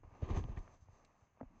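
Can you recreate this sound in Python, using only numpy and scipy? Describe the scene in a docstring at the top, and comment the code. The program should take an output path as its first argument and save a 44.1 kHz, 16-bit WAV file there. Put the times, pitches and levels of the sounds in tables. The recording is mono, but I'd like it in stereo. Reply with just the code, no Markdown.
"""A grouse scuffs through soft snow, close by, over a very quiet noise floor.
A faint rustle and a few soft bumps lead in. From 0.2 s its body and feathers push through the snow:
a crunchy swish of tiny fractures and rubbing, with dull thumps and a low rumble underneath.
By 0.8 s the swish has died back to a faint rustle with a few twig ticks.
At 1.4 s comes a hollow knock, and right behind it a weaker rebound."""
import sys
import numpy as np
from scipy import signal
from scipy.fft import rfft, irfft, next_fast_len
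from scipy.io import wavfile

SR = 44100
rng = np.random.default_rng(int(sys.argv[2]) if len(sys.argv) > 2 else 0)


def transcribe(signal):
    """Save signal, clipped to [-1, 1], as a 16-bit WAV file at the path in sys.argv[1]."""
    frames = np.atleast_2d(signal).T
    limited = np.clip(frames, -1, 1)
    pcm = np.round(limited * 32767).astype(np.int16)
    wavfile.write(sys.argv[1], SR, pcm)


N = 70560
TIME = np.arange(N) / SR

# Fader rides for the noise layers. Each row: time in seconds, level in dB.
RUMBLE_FADER = [(0, -62), (0.13, -75.5), (0.2, -67), (0.26, -46), (0.35, -54), (0.44, -44.5), (0.52, -52.5),
                (0.56, -52), (0.62, -52), (0.69, -67), (0.92, -67.5), (1.05, -78), (1.36, -88.5),
                (1.42, -86), (1.47, -71.5), (1.59, -67.5)]
HISS_FADER = [(0.03, -103), (0.17, -85), (0.33, -80), (0.375, -63), (0.42, -77), (0.55, -85.5), (0.6, -80),
              (0.71, -83), (0.745, -75.5), (0.79, -89), (0.83, -80.5), (0.88, -92.5), (0.945, -79.5),
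              (1.12, -91), (1.25, -85.5), (1.32, -103.5), (1.5, -103), (1.59, -84)]
RUSTLE_FADER = [(0.024, -97), (0.038, -66.5), (0.08, -72), (0.158, -62.5), (0.19, -70), (0.5, -64.5),
                (0.68, -67), (0.745, -68), (0.79, -80), (0.865, -77.5), (0.93, -70), (1.0, -70),
                (1.17, -75.5), (1.24, -74.5), (1.325, -85), (1.395, -70.5), (1.48, -77), (1.55, -72)]
CRUNCH_FADER = [(0.03, -91), (0.2, -65), (0.216, -59), (0.242, -48.5), (0.276, -57), (0.306, -44.5),
                (0.34, -49.5), (0.372, -42.5), (0.394, -50), (0.43, -61), (0.444, -56), (0.465, -75.5),
                (0.49, -58.5), (0.558, -65), (0.578, -50), (0.605, -67.5), (0.74, -86.5), (0.8, -107)]
# EQ curves for the noise layers. Each row: frequency in Hz, relative gain in dB.
FLOOR_EQ = [(30, -3), (90, 9), (300, -8.5), (1200, -7), (1500, -8.5), (2700, -14), (3500, -25.5),
            (5600, -27), (6300, -15), (8500, -38.5)]
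RUMBLE_EQ = [(10, -18.5), (30, 9.5), (55, -22.5), (85, 0.5), (150, -19), (300, -19), (600, -58),
             (2000, -100)]
HISS_EQ = [(1500, -28), (3000, -5.5), (4800, -2), (5750, -3), (6200, 11.5), (6800, -2.5), (7600, -4.5),
           (8500, -27)]
RUSTLE_EQ = [(40, -18), (90, 3.5), (200, 0.5), (380, -5), (680, -1), (1220, -1.5), (1360, -16),
             (1700, -12.5), (2700, -17), (3200, -33), (5000, -31.5), (8500, -48.5)]
CRUNCH_EQ = [(50, -21.5), (150, 2.5), (380, 6.5), (560, -2.5), (1220, -2), (1360, -20.5), (1600, -12.5),
             (2700, -17), (3200, -20.5), (4600, -29), (5600, -33.5), (6300, -23), (7400, -37.5),
             (8500, -65.5)]
# Stereo width. Each row: frequency in Hz, side over mid in dB.
WIDTH = [(60, -65), (500, -44.5), (1300, -43), (2800, -25), (4000, -17), (5200, -10), (6200, -5),
         (8000, -0.5)]
# Twig ticks and short scuffs of crust.
# Each row: start in seconds, peak in dB, centre in Hz, half-width in octaves, t60 in seconds.
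TICKS = [(0.035, -49, 407, 1.1, 0.087), (0.2245, -38, 330, 1.02, 0.046), (0.4404, -49, 2600, 0.58, 0.0034),
         (0.441, -47, 800, 0.58, 0.021), (0.486, -46.5, 450, 0.74, .035), (0.572, -50, 2015, 0.27, 0.028),
         (0.591, -56, 6100, 1.1, .015), (0.678, -48.5, 840, 1.08, 0.011), (0.886, -54.5, 515, 1.25, 0.016),
         (1.049, -53, 2240, 1.64, 0.032), (1.218, -65, 1180, 1.1, 0.02), (1.374, -59.5, 400, 1.75, 0.012),
         (1.406, -53.5, 1150, 0.44, 0.053), (1.511, -62, 228, 0.46, 0.34)]
# The knock and its rebound. Each row: start in seconds, level in dB.
KNOCKS = [(1.4108, -38), (1.4297, -47)]
# The knock's resonances. Each row: pitch in Hz, gain in dB, t60 in seconds, attack in seconds.
KNOCK_MODES = [(252.3, 4.5, 0.054, 0.0043), (545, 3.5, 0.017, 0.0027), (651, 7.5, 0.014, 0.0013),
               (817, -3, 0.016, 0.00067), (1146, -17, 0.019, 0.00098), (1630, -8.5, 0.0093, 0.00044),
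               (1900, -15, 0.016, 0.0013)]
# Dull body thumps. Each row: start in seconds, level in dB, starting pitch in Hz.
THUMPS = [(0.042, -50, 84), (0.071, -50.5, 95), (0.121, -52, 113.5), (0.2252, -28, 106.6),
          (0.306, -27.5, 91.4), (0.323, -30.5, 42.7), (0.369, -27.5, 111.2), (0.3808, -33, 99.4),
          (0.399, -34, 83.2), (0.4477, -34, 124.7), (0.491, -34.5, 88), (0.5055, -42.5, 48.5),
          (0.5702, -36, 102), (0.577, -39, 36.4), (0.726, -59.5, 113), (0.8204, -53, 89),
          (0.8875, -54.5, 140), (0.924, -58.5, 92), (1.2229, -60, 109), (1.427, -45.5, 130.6),
          (1.454, -53, 44.6)]


def amp(db):
    """Decibels to gain."""
    return 10 ** (np.asarray(db) / 20)


def unit(x):
    """Scale to rms 1."""
    return x / np.sqrt(np.mean(x ** 2) + 1e-20)


def curve_gain(points, hz):
    """Gain from (Hz, dB) points on a log frequency axis."""
    freqs, db = np.transpose(points)
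    return amp(np.interp(np.log(hz + 1), np.log(freqs + 1), db))


def fader(points):
    """Gain per sample from (s, dB) points."""
    return amp(np.interp(TIME, *np.transpose(points)))


def since(start):
    """Seconds since an event, zero before it."""
    return np.maximum(TIME - start, 0)


def filtered(x, response):
    """Filter x by a gain given as a function of Hz."""
    size = next_fast_len(N + 8192)
    return irfft(rfft(x, size) * response(np.fft.rfftfreq(size, 1 / SR)), size)[..., :N]


def noise():
    """Two unrelated white noises."""
    return rng.standard_normal((2, N))


def stereo(pair, eq, widen_db=0):
    """EQ a pair of noises and scale to rms 1: mono in the bass, wide in the treble."""
    mid = filtered(pair[0], lambda hz: curve_gain(eq, hz))
    side = amp(widen_db) * filtered(pair[1], lambda hz: curve_gain(eq, hz) * curve_gain(WIDTH, hz))
    return unit(np.array([mid + side, mid - side]))


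def grains(per_second, spread_db, rubbing):
    """Tiny fractures of uneven size over smooth rubbing noise."""
    sizes = amp(spread_db * np.minimum(rng.exponential(size=(2, N)), 4))
    breaks = rng.random((2, N)) < per_second / SR
    return unit(breaks * sizes * np.sign(noise())) + rubbing * noise()


def ring(t, hz, t60, attack):
    """One damped resonance; t60 and attack are in seconds."""
    return amp(-60 * t / t60) * (1 - np.exp(-t / attack)) * np.sin(2 * np.pi * hz * t)


def noise_floor():
    """A very quiet, steady background noise with a thin high hiss."""
    return amp(-79) * stereo(noise(), FLOOR_EQ)


def rumble():
    """Moving air swells in the low end, under the thumps."""
    return fader(RUMBLE_FADER) * stereo(noise(), RUMBLE_EQ)


def snow_rustle():
    """Lightly brushed snow, more rubbing than fracture: a faint rustle with a hiss on top."""
    texture = dict(per_second=1400, spread_db=6, rubbing=2)
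    rustle = fader(RUSTLE_FADER) * stereo(grains(**texture), RUSTLE_EQ)
    hiss = fader(HISS_FADER) * stereo(grains(**texture), HISS_EQ, widen_db=1)
    return rustle + hiss


def twig_ticks():
    """Twigs and crust give way: one snap and a crumbling tail, each round its own pitch."""
    out = np.zeros(N)
    for start, db, centre, octaves, t60 in TICKS:
        crumble = (TIME > start) * amp(-60 * since(start) / t60) * noise()[0]
        force = 1.35 * crumble / np.linalg.norm(crumble)  # the tail outweighs the snap
        force[round(start * SR)] += 1  # the snap
        burst = filtered(force, lambda hz: np.exp(-(np.log2((hz + 1) / centre) / octaves) ** 2))
        out += amp(db) * burst / np.abs(burst).max()
    return out


def hollow_knock():
    """A hollow, well damped knock and its weaker rebound; the soft contact dulls the top end."""
    out = np.zeros(N)
    for start, db in KNOCKS:
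        for hz, mode_db, t60, attack in KNOCK_MODES:
            out += amp(db + mode_db) * ring(since(start), hz, t60, attack)
    return signal.sosfilt(signal.butter(2, 1900, fs=SR, output="sos"), out)


def body_thumps(rise_cycles=0.67, sag_per_cycle=0.24):
    """Soft pushes that swing about twice and sag in pitch, each with the same brief hollow note."""
    out = np.zeros(N)
    for start, db, hz in THUMPS:
        t = since(start)
        age = t * hz / rise_cycles
        swell = (age * np.exp(1 - age)) ** 2  # peaks at age 1
        cycles = np.log1p(sag_per_cycle * t * hz) / sag_per_cycle
        push = swell * np.sin(2 * np.pi * cycles)
        hollow_note = amp(-8.5) * ring(t, hz=213.4, t60=0.053, attack=0.004)
        out += amp(db) * (push + hollow_note)
    return out


def snow_crunch():
    """Snow crunches under the sliding bird: dense, even fractures, narrow in the stereo field."""
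    fractures = grains(per_second=1700, spread_db=1.5, rubbing=0.69)
    return fader(CRUNCH_FADER) * stereo(fractures, CRUNCH_EQ, widen_db=-5.5)


def scene():
    """The bird's scuffle and the small accents over the noise floor, with no echo."""
    scuffle = snow_crunch() + snow_rustle() + body_thumps() + rumble()
    return scuffle + twig_ticks() + hollow_knock() + noise_floor()


def record(dry):
    """A steep high cut on the whole mix."""
    cutoff_hz = 8300
    return filtered(dry, lambda hz: 1 / np.sqrt(1 + (hz / cutoff_hz) ** 70))


dry = scene()
out = record(dry)
transcribe(out)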